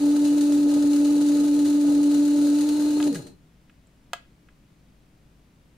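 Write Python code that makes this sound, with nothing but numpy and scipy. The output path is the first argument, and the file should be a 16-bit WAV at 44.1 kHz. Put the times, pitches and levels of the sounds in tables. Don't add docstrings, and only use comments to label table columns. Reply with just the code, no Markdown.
import sys
import numpy as np
from scipy import signal
from scipy.fft import rfft, irfft, next_fast_len
from scipy.io import wavfile

SR = 44100
rng = np.random.default_rng(int(sys.argv[2]) if len(sys.argv) > 2 else 0)


def transcribe(u):
    v = np.clip(np.atleast_2d(u).T, -1, 1)
    q = np.round(v * 32767).astype(np.int16)
    wavfile.write(sys.argv[1], SR, q)


N = 254851
TIME = np.arange(N) / SR
CRUISE_HZ, SHAFT_RATIO, WHEEL_RATIO = 291.3, 8, 32
CUT_S, STOP_S = 3.08, 3.36
RATTLE_POWER = 1.29

# frequency_hz, density_db
AIR_SPECTRUM = [(15, -3), (25, -15.5), (53, -4), (75, -10), (169, -4), (198, -8), (305, -11.5),
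                (331, -14.5), (469, -21.5), (509, -21.5), (598, -22.5), (782, -27), (1660, -30.5),
                (2420, -30.5), (15500, -46.5)]
# frequency_hz, t60_s
ROOM_DECAY = [(150, 0.44), (800, 0.17), (2500, .3), (6000, 0.21), (14000, 0.13)]
# frequency_hz, side_minus_mid_db
STEREO_WIDTH = [(60, -24), (130, -27), (280, -6.5), (420, -22), (700, 0), (1300, -2.5), (4400, -5),
                (8100, 1), (14000, 3.5)]
# frequency_hz, left_minus_right_db
STEREO_BALANCE = [(100, 2.5), (200, 0), (380, 0.5), (700, 3.5), (2400, 1), (8100, 2), (14000, 0)]
# start_s, level_db, low_hz, high_hz, ring_db
COUNTER_KNOCKS = [(3.002, -28.5, 420, 3500, -4.5), (3.027, -21, 2820, 11000, -23),
                  (3.155, -27.5, 1470, 2100, -5.5), (3.697, -43, 1550, 2800, -18),
                  (3.871, -43, 7300, 8300, -12), (4.1331, -19.5, 477, 15500, -7.5),
                  (4.487, -42, 1460, 2500, -14)]
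# pitch_hz, level_db, t60_s
CASE_MODES = [(580, -9, .05), (694, -1, .06), (1215, -4, .05), (1650, -6, .06), (2030, -9, .05),
              (2600, -14, .05), (2840, -14, .05), (3230, -5, .035), (7070, -18, .04)]
# frequency_hz, density_db
CRACK_SPECTRUM = [(200, -34), (420, -15), (800, -3), (1300, 0), (2300, -7), (3400, -4), (5000, -14),
                  (7000, -12), (10000, -23), (15000, -25)]
# pitch_hz, width_hz, level_db
FRAME_MODES = [(101, 80, -58), (165, 67, -50), (276.4, 48, -44.5), (344.4, 64, -47), (382, 7.8, -49),
               (463, 23.4, -49), (575.6, 65, -47.5), (629.6, 26, -56), (683, 62, -58.5), (829, 38, -55.5),
               (941, 110, -59.5), (1239, 52, -60), (1470, 100, -71)]
# frequency_hz, density_db
GEAR_SPECTRUM = [(600, -26), (1000, -13.5), (1400, -3), (2200, -10), (2650, -7), (3150, -9.5), (4100, 0.5),
                 (5500, -9), (6800, -2.5), (7600, -8.5), (9200, -6), (10400, -10), (11900, -18.5),
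                 (14000, -12.5), (15800, -39)]
# pitch_hz, width_hz, gain_db
STEEL_MODES = [(2622, 20, 2), (2912, 16, 12), (4150, 40, -5), (5780, 50, -1), (5940, 40, -1),
               (6640, 40, -1), (6805, 40, 1), (7888, 30, 3), (8868, 50, 1), (9390, 45, -2), (10500, 50, 0),
               (13700, 60, 0)]
CLACK_CYCLE = [-50, -55, -42, -41]
# start_s, peak_db
BACKLASH_JUMPS = [(0.165, -28), (0.249, -29), (0.522, -25.5), (0.964, -28), (1.2634, -29.5), (1.702, -30.5),
                  (2.145, -29), (2.5855, -27.5), (2.6883, -41), (2.7975, -34), (3.0738, -28), (3.1464, -24),
                  (3.1534, -30), (3.268, -41.5)]
# pitch_hz, width_hz, gain_db
PANEL_MODES = [(466, 29, -26.5), (577.9, 19, -43), (893.6, 58, -49)]
# harmonic_number, level_db
ROTOR_HARMONICS = [(5, -67), (6, -72), (8, -69), (9, -67), (10, -61), (11, -67)]
# pitch_hz, width_hz, gain_db
CHASSIS_MODES = [(285.96, 12.2, -19), (152, 20, -24)]
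# pitch_hz, width_hz, gain_db
STANDING_WAVE = (283, 5.2, -27)


def amp(db):
    return 10 ** (np.asarray(db) / 20)


def unit(x):
    return x / np.sqrt(np.mean(x ** 2) + 1e-20)


def read(points, hz):
    knots_hz, values = np.transpose(points)
    return np.interp(np.log(hz + 1), np.log(knots_hz + 1), values)


def colour(x, points):
    size = next_fast_len(x.shape[-1] + 2048)
    gain = amp(read(points, np.fft.rfftfreq(size, 1 / SR)))
    return irfft(rfft(x, size) * gain, size)[..., :x.shape[-1]]


def resonate(x, hz, width_hz):
    radius = np.exp(-np.pi * width_hz / SR)
    return 2 * signal.lfilter([1 - radius], [1, -radius * np.exp(2j * np.pi * hz / SR)], x).real


def drift(rate_hz):
    hz = np.fft.rfftfreq(N, 1 / SR)
    return unit(irfft(rfft(rng.standard_normal(N)) / (1 + (hz / rate_hz) ** 4), N))


def add(mix, start_s, sound):
    part = mix[..., round(start_s * SR):][..., :sound.shape[-1]]
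    part += sound[..., :part.shape[-1]]


def spread(pair):
    side = colour(pair[1], STEREO_WIDTH)
    return np.array([pair[0] + side, pair[0] - side])


def workshop(air_db=-57.5, mains_hz=50.5, mains_db=-66):
    air = spread(unit(colour(rng.standard_normal((2, N)), AIR_SPECTRUM)))
    return amp(air_db) * air + amp(mains_db) * np.sqrt(2) * np.sin(2 * np.pi * mains_hz * TIME)


def room(x, wet_db):
    hz, t, bands = signal.stft(rng.standard_normal((2, SR // 2)), SR, nperseg=256)
    tail = signal.istft(bands * amp(-60 * t / read(ROOM_DECAY, hz)[:, None]), SR, nperseg=256)[1]
    tail[:, :SR // 250] = 0
    return x + amp(wet_db) * signal.fftconvolve(x, tail / np.linalg.norm(tail[0]), axes=1)[:, :N]


def rev_counter(crack_s=0.00099, bounce_s=0.0024, bounce_loss_db=5.0, side_db=-4):
    t = TIME[:SR // 4]
    chatter = np.zeros((2, len(t)))
    for bounce in range(4):
        crack = unit(colour(rng.standard_normal(chatter.shape), CRACK_SPECTRUM)) * np.exp(-t / crack_s)
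        add(chatter, bounce * bounce_s, amp(-bounce * bounce_loss_db) * crack)
    ring = sum(amp(db - 60 * t / t60_s) * np.sin(2 * np.pi * (hz * t + rng.random((2, 1))))
               for hz, db, t60_s in CASE_MODES)
    knocks = np.zeros((2, N))
    for start_s, db, low_hz, high_hz, ring_db in COUNTER_KNOCKS:
        band = signal.butter(2, [low_hz, high_hz], "band", fs=SR, output="sos")
        add(knocks, start_s, amp(db) * signal.sosfilt(band, chatter + amp(ring_db) * ring))
    return spread(knocks * amp([[0], [side_db]]))


def load_relief(start_s=2.52, ramp_s=0.13):
    return np.clip((TIME - start_s) / ramp_s, 0, 1)


def coast(drag_s=0.2935):
    decay = np.exp(-np.maximum(TIME - CUT_S, 0) / drag_s)
    at_rest = np.exp(-(STOP_S - CUT_S) / drag_s)
    return np.maximum(decay - at_rest, 0) / (1 - at_rest)


def rotor(pickup_hz=5, wobble=0.0041, wander=0.001, sway=0.0014):
    hz = (CRUISE_HZ + pickup_hz * load_relief()) * coast()
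    wheel_angle = 2 * np.pi * np.cumsum(hz) / SR / WHEEL_RATIO
    hz *= 1 + wobble * np.sin(wheel_angle) + wander * drift(rate_hz=31) + sway * drift(rate_hz=3.3)
    return hz / CRUISE_HZ, np.cumsum(hz) / SR


def bearing(speed, pitch_hz=4190, width_hz=104, loaded_db=-62, free_db=-54):
    ring = resonate(resonate(rng.standard_normal((2, N)), pitch_hz, width_hz), pitch_hz, width_hz)
    level_db = loaded_db + (free_db - loaded_db) * load_relief()
    return spread(unit(ring) * amp(level_db) * speed ** 0.8)


def frame(speed, fade_hz=480, surge_db=2.0):
    rumble = np.zeros((2, N))
    for hz, width_hz, db in FRAME_MODES:
        broad = resonate(rng.standard_normal((2, N)), hz, 1.39 * width_hz)
        mode = unit(resonate(broad, hz, 1.49 * width_hz))
        rumble += amp(db) * mode * speed ** min(hz / fade_hz, 1)
    return spread(rumble * amp(surge_db * drift(rate_hz=31)))


def clacks(speed, turns, phase_turns=0.97, jitter_s=0.0014, scatter_db=3, crest_db=10.0):
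    shaft_turn = np.floor(turns / SHAFT_RATIO - phase_turns).astype(int)
    onsets = np.flatnonzero(np.diff(shaft_turn)) + 1
    late, strength = rng.standard_normal((len(onsets), 2)).T
    level_db = np.take(CLACK_CYCLE, shaft_turn[onsets] + 1, mode="wrap") + scatter_db * strength
    level_db += RATTLE_POWER * 20 * np.log10(speed[onsets] + 1e-9)
    regular = list(zip(TIME[onsets] + jitter_s * late, level_db))
    return regular + [(start_s, peak_db - crest_db) for start_s, peak_db in BACKLASH_JUMPS]


def gears(speed, turns, rattle_db=-45.5, slack_db=-7.5, slack_s=0.059, clack_s=0.012):
    angle = 2 * np.pi * turns
    load_db = 0.26 * np.sin(angle / SHAFT_RATIO) + np.sin(angle / WHEEL_RATIO)
    load_db += 1.5 * (drift(rate_hz=1800) + drift(rate_hz=41))
    slack = (TIME > CUT_S) & (TIME < CUT_S + slack_s)
    power = (amp(rattle_db + slack_db * slack) * speed ** RATTLE_POWER) ** 2
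    t = TIME[:SR // 10]
    for start_s, db in clacks(speed, turns):
        add(power, start_s, (amp(db) * np.exp(-t / clack_s)) ** 2)
    noise = unit(colour(rng.standard_normal((2, 2, N)), GEAR_SPECTRUM))
    teeth, blows = np.sqrt(power) * unit(amp(load_db)) * noise
    rings = sum(amp(db) * resonate(blows, hz, width_hz) for hz, width_hz, db in STEEL_MODES)
    return spread(teeth + rings)


def whine(speed, turns, wheel_depth=0.49, flutter=0.021):
    angle = 2 * np.pi * turns
    throb = 1 + wheel_depth * np.sin(angle / WHEEL_RATIO)
    low = throb * np.sin(2 * angle) + np.sin(3 * angle)
    panels = sum(amp(db) * resonate(resonate(low, hz, width_hz), hz, width_hz)
                 for hz, width_hz, db in PANEL_MODES)
    lines = sum(amp(db) * np.sin(k * angle + 2 * np.pi * rng.random()) for k, db in ROTOR_HARMONICS)
    return np.sqrt(2) * speed ** 2 * (panels + lines) * (1 + flutter * drift(rate_hz=68))


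def hum(speed, turns, flutter=0.065, direct_db=-31, cutoff_hz=140):
    coasting = np.clip(1 - speed, 0, 1 / 2)
    judder_rad = 1.6 * coasting * drift(rate_hz=60)
    strength = np.sqrt(2) * speed ** 2 * (1 + flutter * drift(rate_hz=86))
    force = strength * np.sin(2 * np.pi * turns + judder_rad)
    modes = sum(amp(db) * resonate(force, hz, width_hz)
                for hz, width_hz, db in CHASSIS_MODES + [STANDING_WAVE])
    radiation = signal.butter(3, cutoff_hz, "high", fs=SR, output="sos")
    return signal.sosfilt(radiation, amp(direct_db) * force + modes)


def scene(left_lag_s=0.00015):
    speed, turns = rotor()
    tone = hum(speed, turns) + whine(speed, turns)
    motor = np.array([np.interp(TIME - left_lag_s, TIME, tone), tone])
    rattle = room(gears(speed, turns), wet_db=-9)
    rumble = room(frame(speed) + bearing(speed), wet_db=-8.5)
    return motor + rattle + rumble + room(rev_counter(), wet_db=-12) + workshop()


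def record(dry, edge_hz=15800):
    left = colour(dry[0], [(hz, db / 2) for hz, db in STEREO_BALANCE])
    right = colour(dry[1], [(hz, -db / 2) for hz, db in STEREO_BALANCE])
    low_pass = signal.firwin(511, edge_hz, window=("kaiser", 9), fs=SR)
    return signal.oaconvolve(np.array([left, right]), low_pass[None], "same")


dry = scene()
out = record(dry)
transcribe(out)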